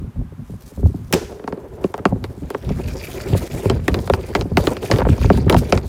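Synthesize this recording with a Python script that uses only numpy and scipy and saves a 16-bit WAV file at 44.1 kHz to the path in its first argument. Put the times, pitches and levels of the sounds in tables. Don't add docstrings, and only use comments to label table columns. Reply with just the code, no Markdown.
import sys
import numpy as np
from scipy import signal
from scipy.fft import rfft, irfft, next_fast_len
from scipy.io import wavfile
from scipy.ndimage import uniform_filter1d, minimum_filter1d, map_coordinates

SR = 44100
rng = np.random.default_rng(int(sys.argv[2]) if len(sys.argv) > 2 else 0)


def digitize_waveform(pressure):
    field = np.atleast_2d(pressure).T
    bounded = np.clip(field, -1, 1)
    quanta = np.round(bounded * 32767).astype(np.int16)
    wavfile.write(sys.argv[1], SR, quanta)


N = 259308
SPAN = 8192

# centre_hz [Hz], width_hz [Hz], level_db [dB]
SHAFT_MODES = [(107, 118, -6.5), (202.2, 58, -2.5), (374, 84, 1.5), (598, 205, -4), (810, 340, -8),
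               (1037, 98, -7.5), (1570, 1200, -18)]
# low_knock_db [dB], woody_knock_db [dB], click_db [dB];
# note_hz [Hz], to which the third bending mode is tuned
BLOWS = [(1.126, -14.5, -1, 1, 12, 387), (1.1302, -11, 4.5, -32, -16, 323),
         (1.1352, -6, -6, -25.5, -33, 470), (1.1397, -23, 10, -30, 15, 384),
         (1.323, -38.5, 17, -10, -10, 393), (1.3953, -41.5, 20, 6, -27, 414),
         (1.44, -36.5, 15, 3, -17, 431), (1.476, -25.5, 10.5, 7.5, -28, 434),
         (1.524, -35.5, 21, 9, -31, 450), (1.5736, -43.5, 24, 5, -22, 406),
         (1.841, -21.5, 15.5, -10, -24, 373), (1.9403, -24, 10.5, 7.5, -30, 450),
         (1.978, -32.5, 11.5, -6, 4.5, 410), (2.0532, -10, 7.5, 7, -35, 375),
         (2.2403, -16.5, -0.5, -3.5, -11, 456), (2.5028, -21.5, 6.5, 1, 2, 420),
         (2.5463, -30, 21.5, 16.5, -12, 472), (2.691, -27.5, -7, -1, -17, 400),
         (2.795, -34, 16, -6, -25, 390), (3.698, -9.5, 4.5, -1, -23, 358), (3.88, -5, -2.5, -2, -8.5, 345),
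         (3.9424, -10.5, 1, -4.5, -10, 354), (3.989, -22.5, 6, -16, -23, 344),
         (4.0744, -23, 2, -3, -11, 410), (4.098, -11, 13, -4, -9, 340), (4.136, -8.5, -2, -4.5, -9, 467),
         (4.3504, -3.5, -3.5, 0, -14, 384), (4.4102, -15.5, -8, -30, -13, 350),
         (4.5705, 0, -1.5, -18, -11, 380), (4.6704, -2.5, -2, -23, -14, 332),
         (4.767, -19.5, 1, -24, -28, 374), (4.913, -1, -3, -29, -17, 406),
         (4.9366, -19.5, 7, -17, -26, 420), (4.9595, -18.5, 2.5, -4, -30, 396),
         (4.985, -15.5, 9.5, -6, -8, 503), (5.0045, -28.5, 18, 14, -30, 347),
         (5.0166, -30.5, 22, 14, -30, 480), (5.0508, -38.5, 23, 20.5, -30, 420),
         (5.0881, -32, 23, 15, -22, 324), (5.179, -28, 5, -14, -19, 470), (5.2133, -27.5, 11, -1, -19, 342),
         (5.243, -26.5, 13, 7.5, -23, 433), (5.3006, -15, 20.5, 8.5, -7, 401),
         (5.3739, -22, 6, -23, 2, 405), (5.4969, -0.5, -8, -34, -6.5, 402),
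         (5.5255, -11.5, 7.5, -20, -26, 326), (5.5437, -18, 16, 8, -29, 335),
         (5.565, -16, -3, -4, -25, 420), (5.7235, -3.5, 3, -5, -18, 384), (5.7748, -14.5, -1, -1, -18, 390)]
WALLS_DB = -4


def blows():
    out, t = np.zeros(N + SPAN), np.arange(SPAN) / SR
    f = np.fft.rfftfreq(SPAN, 1 / SR)
    for time_s, crack_db, low_db, wood_db, click_db, note_hz in BLOWS:
        scatter_db = rng.normal(0, 4.44, (len(SHAFT_MODES), 1))
        shaft = modes(SHAFT_MODES, f, scatter_db, note_hz / SHAFT_MODES[2][0])
        bounce = climb(f) * (1 + 0.41 * climb(f, trips=2))
        low = peak1(irfft(bounce * shaft * band(f, 145, 480)))
        wood = peak1(irfft(bounce * (shaft + 2.2) * band(f, 695, 1040) ** 2))
        knocks = amp(low_db) * low + amp(wood_db) * wood

        chatter = rfft(rng.standard_normal(SPAN) * amp(-60 * t / 0.0062))
        crack_band = band(f, 715, 4860) / (1 + 1j * f / 6000) ** 2
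        crack = peak1(irfft(climb(f) * crack_band * (1 + 0.37 * chatter)))
        click = peak1(irfft(climb(f) * band(f, 2800, 8500) * (0.28 + chatter)))
        sharp = crack + amp(click_db) * click
        walls = irfft(rfft(sharp) * rfft(tail()))

        contact = sharp + amp(WALLS_DB) * walls + knocks
        out[round((time_s - .0003) * SR):][:SPAN] += amp(crack_db) * contact
    return out[:N]


TRAVEL = .075


def climb(f, trips=1):
    return np.exp(-4j * np.pi * TRAVEL * trips * np.sqrt(f))


# frequency_hz [Hz], t60_s [s]
WALL_DECAY = [(300, 0.39), (1500, 0.037), (5000, 0.043), (14000, 0.039)]


def tail():
    hz, t, z = signal.stft(rng.standard_normal(SPAN), SR, nperseg=128)
    decay = amp(-60 * t / along(WALL_DECAY, hz)[:, None])
    x = signal.istft(z * decay, SR, nperseg=128)[1][:SPAN]
    return x / np.linalg.norm(x)


# time_s [s], push_db [dB peak], tap_db [dB relative to the push]
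JOLTS = [(0.014, -26, -29), (.043, -28.5, -27), (0.159, -27.5, -30), (.213, -26.5, -28), (.322, -31.5, -24),
         (.537, -24, -25), (0.719, -31, -30), (0.496, -24.5, -24), (0.775, -19, -21), (0.793, -19, -30),
         (0.83, -11, -35), (0.859, -18, 0), (0.899, -22, -25), (0.944, -17, -16), (1.997, -18, -19),
         (2.124, -6, -29), (2.16, -17.5, -1.5), (2.374, -23.5, -32), (2.42, -19, -33), (2.705, -9.5, -35),
         (3.155, -24, -4), (3.299, -15.5, -24), (3.33, -5, -26), (3.35, -9, 0), (3.539, -18.5, -21),
         (3.658, -3.5, -4), (3.793, -22, -15), (4.454, -14.5, -32), (4.517, -11, -11), (4.831, -21.5, 4),
         (4.902, -11, -4.5), (5.069, -6, 1), (5.091, -11, -10), (5.26, -11.5, -16), (5.384, -9, -16),
         (5.466, -5, -24), (5.55, -2, 6)]


def jolts():
    out, f = np.zeros(N + SPAN), np.fft.rfftfreq(SPAN, 1 / SR)
    for time_s, push_db, tap_db in JOLTS:
        scatter_db = rng.normal(0, 4.1, (len(SHAFT_MODES), 1))
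        shaft = climb(f) * (modes(SHAFT_MODES, f, scatter_db, rng.normal(1, 0.18)) + 0.057)
        push_band = band(f, 118, 126) / (1 + 1j * f / 900) ** 2
        push = peak1(irfft(shaft * (1 + .5 * climb(f, trips=1.98)) * push_band))
        tap = peak1(irfft(shaft * band(f, 500, 1300) / (1 + 1j * f / 900) ** 4))
        out[round((time_s - .003) * SR):][:SPAN] += amp(push_db) * (push + amp(tap_db) * tap)
    return out[:N]


# start_s [s], end_s [s], level_db [dB]
RATTLES = [(1.94, 1.999, -40.5), (4.894, 5.076, -31), (5.474, 5.564, -32)]


def rattle():
    knocks = filtered(grains(9.7, 160), lambda f: (modes(SHAFT_MODES, f) + 0.71) * band(f, 580, 1270) ** 2)
    return total(*[amp(db) * plateau(a, b) for a, b, db in RATTLES]) * unit(knocks)


# time_s [s], level_db [dB]
WOBBLE_LEVEL = [(1.144, -17.5), (1.165, -11.5), (1.19, -28), (1.288, -42), (1.438, -50), (1.476, -32),
                (1.8, -50)]


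def landing():
    note = filtered(grains(5.9, 39.66), lambda f: modes([(423.7, 45, 0)], f) ** 2)
    return amp(curves([(1.14, -90), *WOBBLE_LEVEL, (1.85, -90)])[0]) * unit(note)


# [dB, relative]
SPLASH_SPECTRUM = [(600, -6), (1500, 1), (4000, -4.5), (6000, -3), (9000, -12.5), (15500, -21),
                   (16900, -70)]
LANDING_S, SPLASH_DB = 1.14, -29.5
SPLASH_T60, SPLASH_TOP_T60 = 0.49, 0.54


def splash():
    wash = unit(filtered(rng.standard_normal(N), lambda f: amp(along(SPLASH_SPECTRUM, f))))
    dull = filtered(wash, lambda f: 1 / (1 + (f / 6000) ** 4))
    dull_gain, top_gain = [dying([(LANDING_S, SPLASH_DB)], t60) for t60 in (SPLASH_T60, SPLASH_TOP_T60)]
    return dull_gain * dull + top_gain * (wash - dull)


# time_s [s], level_db [dB]
FAINT_HISS = [(0, -65), (.2, -81), (.5, -59.5), (.75, -60), (.9, -56.5), (1.1, -58), (1.5, -65),
              (2.35, -62), (2.7, -52.5), (5.88, -69)]
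SKID_DB, SKID_GRIT_DB, SKID_T60 = -30.5, -34.5, 0.17
HUM_SLIDE_DB, HUM_HANDS_DB, HUM_BLOW_DB, HUM_T60 = 9, -25, -14, 0.4
ROLL_S, ROLL_END_S, ROLL_HUM_DB = 1.1, 2.25, -37.5


def drag():
    hands = handling()
    slide, hiss = sliding()
    cracks = [row[:2] for row in BLOWS]
    skid = dying(cracks, SKID_T60)
    scrape_gain = total(slide, amp(SKID_DB) * skid)
    grit_gain = total(hiss, amp(SKID_GRIT_DB) * skid, amp(curves(FAINT_HISS)[0]))
    hum_gain = total(amp(HUM_SLIDE_DB) * slide,
                     amp(HUM_HANDS_DB) * hands,
                     amp(HUM_BLOW_DB) * dying(cracks, HUM_T60),
                     amp(ROLL_HUM_DB) * plateau(ROLL_S, ROLL_END_S))
    bumps = wobble(45)
    return scrape_gain * scrape(bumps) + grit_gain * grit(bumps) + hum_gain * hum() + hands * rumble()


# start_s [s], end_s [s], scrape_db [dB], grit_db [dB],
# swell_db [dB change from start to end]
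SLIDES = [(.6, 0.714, -66, -51, 2), (1.8, 1.897, -62, -58, -6), (2.423, 2.861, -48, -71, 6.5),
          (2.871, 3.222, -39, -44, 7.5), (3.208, 3.477, -40, -45, 3.5), (3.49, 3.699, -39.5, -46, 1),
          (3.833, 4.074, -47, -49, 4), (4.096, 4.424, -46, -51.5, 6), (4.596, 4.733, -39, -42, -0.5),
          (4.812, 4.997, -38.5, -43, -3.5), (5.08, 5.388, -38.5, -47, -0.5), (5.52, 5.59, -45.5, -45, 17.5),
          (5.605, 5.707, -42.5, -49.5, 4), (5.73, 5.787, -38, -45.5, -1), (5.846, 5.9, -56, -48, 0)]
TRAIL_DB, TRAIL_T60, TRAIL_GRIT_T60 = -6.5, 1, 0.54
LIFT_S, LIFT_END_S, LIFT_LEFT = 3.49, 3.498, 0.1


def sliding():
    t = np.arange(N) / SR
    touch = 1 - (1 - LIFT_LEFT) * plateau(LIFT_S - SLIDE_RISE_S, LIFT_END_S)
    held = [plateau(a, b) * amp(swell_db * np.clip((t - a) / (b - a) - .5, -1, 1))
            for a, b, _, _, swell_db in SLIDES]
    _, ends, scrape_db, grit_db, swell_db = np.transpose(SLIDES)
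    gains = []
    for db, t60 in ((scrape_db, TRAIL_T60), (grit_db, TRAIL_GRIT_T60)):
        trail = dying(zip(ends, db + TRAIL_DB + swell_db / 2), t60)
        gains.append(touch * total(*(amp(db)[:, None] * held), trail))
    return gains


# [dB, relative]
SCRAPE_SPECTRUM = [(350, -18), (600, 7.5), (1000, -20), (1180, -5.5), (2280, -8), (2640, -12.5),
                   (3660, -16), (7000, -24), (9100, -51), (15400, -120)]
# centre_hz [Hz], width_hz [Hz], level_db [dB]
PUCK_MODES = [(2400, 350, 1), (3800, 460, -9), (4630, 350, -3), (7100, 300, -9.5)]


def scrape(bumps):
    blade = filtered(grains(2.8, 180) * amp(1.2 * bumps), lambda f: amp(along(SCRAPE_SPECTRUM, f)))
    puck = filtered(grains(7.1, 140) * amp(2.2 * wobble(14)),
                    lambda f: modes(PUCK_MODES, f) * band(f, 1400, 8700))
    mix = unit(blade) + amp(-4.5) * unit(puck) + amp(-5.5) * unit(ticks(per_second=180))
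    return patchy(mix, depth_db=3.5)


def ticks(per_second):
    draw = rng.random((int(per_second * N / SR), 3))
    k = np.arange(128)
    hz = 1500 * 6.8 ** draw[:, 1:2]
    size_db = np.minimum(-5.5 * np.log(draw[:, 2:]), 15)
    decay_db = -60 * k / SR * hz / 9
    click = amp(size_db + decay_db) * np.sin(2 * np.pi * hz * k / SR)
    at = (draw[:, :1] * N).astype(int) + k
    return np.bincount(at.ravel(), click.ravel(), N + len(k))[:N]


# [dB, relative]
GRIT_SPECTRUM = [(2060, -10), (3500, -2), (5700, -2), (10100, -3), (10900, -3.5), (11900, -5),
                 (15200, -4.5), (16100, -16), (16900, -74)]


def grit(bumps):
    hiss = filtered(grains(3.1, 300) * amp(2.8 * bumps), lambda f: amp(along(GRIT_SPECTRUM, f)))
    return patchy(hiss, depth_db=2.0)


def hum():
    return unit(filtered(grains(5.7, 50), lambda f: modes(SHAFT_MODES, f) * band(f, 290, 510)))


# [dB, relative]
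RUMBLE_SPECTRUM = [(12, -46), (20, -23.5), (59, -1), (81, 0), (156, -7), (192, -13.5), (248, -10),
                   (273, -18), (900, -73), (1170, -84), (1980, -120)]


def rumble():
    return unit(filtered(grains(4.46, 30), lambda f: amp(along(RUMBLE_SPECTRUM, f))))


# loudest_s [s], rumble_db [dB]
SHIFTS = [(.03, -23), (.19, -24), (0.389, -27), (0.548, -26), (0.852, -15.5), (1, -23), (1.17, -24),
          (1.48, -41), (1.75, -33), (2.14, -15), (2.44, -26.5), (2.719, -17.5), (2.9, -23.5), (3.1, -43),
          (3.33, -24), (3.55, -19.5), (3.72, -14), (3.94, -17), (4.13, -23.5), (4.4, -18), (4.569, -9.5),
          (4.95, -13.5), (5.1, -11), (5.28, -9), (5.43, -10.5), (5.57, -10), (5.75, -14)]
# time_s [s], level_db [dB]
HOLD_LEVEL = [(0, -46.5), (2.3, -37), (3.2, -31), (4.3, -29.5), (4.8, -35), (5.3, -19.5), (5.88, -39)]
SHIFT_RISE_DB_PER_S, SHIFT_FALL_DB_PER_S = 216, 140


def handling():
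    t = np.arange(N) / SR
    bursts_db = np.max([db + np.minimum(SHIFT_RISE_DB_PER_S * (t - s), SHIFT_FALL_DB_PER_S * (s - t))
                        for s, db in SHIFTS], axis=0)
    return total(amp(bursts_db), amp(curves(HOLD_LEVEL)[0]))


# [dB, relative]
QUIET_SPECTRUM = [(180, -30), (300, -15), (579, -3), (1010, -0.5), (4850, -21), (15000, -24), (16000, -42),
                  (16900, -77)]
QUIET_DB = -55


def garden():
    floor = filtered(rng.standard_normal(N), lambda f: amp(along(QUIET_SPECTRUM, f)))
    return amp(QUIET_DB) * unit(floor)


def modes(table, f, scatter_db=0, stretch=1):
    centre, width, db = np.transpose(table)[:, :, None]
    centre = centre * stretch
    sign = (-1.) ** np.arange(len(table))[:, None]
    resonance = 1j * f * width / (centre * centre - f * f + 1j * f * width)
    return np.sum(sign * amp(db + scatter_db) * resonance, axis=0)


def band(hz, lo_hz, hi_hz):
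    return (1j * hz / lo_hz / (1 + 1j * hz / lo_hz) / (1 + 1j * hz / hi_hz)) ** 2


def filtered(x, response):
    m = next_fast_len(len(x) + SPAN)
    return irfft(rfft(x, m) * response(np.fft.rfftfreq(m, 1 / SR)), m)[:len(x)]


def grains(depth_db, rate):
    return rng.standard_normal(N) * amp(depth_db * np.clip(wobble(rate), -2, 1.4))


def wobble(rate):
    return map_coordinates(rng.standard_normal(int(N * rate / SR) + 4), [np.arange(N) * rate / SR])


def patchy(x, depth_db):
    z = signal.stft(x, nperseg=512)[2]
    field = uniform_filter1d(rng.standard_normal(z.shape), size=14, axis=0)
    field = uniform_filter1d(field, size=10, axis=1)
    return unit(signal.istft(z * amp(depth_db * unit(field)), nperseg=512)[1][:N])


SLIDE_RISE_S, SLIDE_FALL_S = 0.014, 0.0082


def plateau(start, end):
    t = np.arange(N) / SR
    return np.clip(np.minimum((t - start) / SLIDE_RISE_S, (end - t) / SLIDE_FALL_S + 1), 0, 1)


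def dying(events, t60):
    t = np.arange(N) / SR
    return np.max([(t >= s) * amp(db - 60 * np.abs(t - s) / t60) for s, db in events], axis=0)


def total(*gains):
    return np.sqrt(np.sum(np.square(gains), axis=0))


def curves(rows):
    s, *cols = np.transpose(rows)
    return [np.interp(np.arange(N) / SR, s, c) for c in cols]


def along(points, hz):
    f, v = np.transpose(points)
    return np.interp(np.log(hz + 1), np.log(f + 1), v)


def amp(db):
    return 10 ** (np.asarray(db) / 20)


def unit(x):
    return x / np.sqrt(np.mean(x ** 2) + 1e-20)


def peak1(x):
    return x / np.abs(x).max()


def scene():
    return (blows() + jolts() + rattle() + landing() + splash() + drag() + garden())[None]


TOP_HZ = 17030


def record(dry):
    need = np.minimum(1, .88 / (np.abs(dry[0]) + 1e-9))
    gain = uniform_filter1d(minimum_filter1d(need, size=129), size=65)
    return filtered(dry[0] * gain, lambda hz: hz < TOP_HZ)[None]


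dry = scene()
out = record(dry)
digitize_waveform(out)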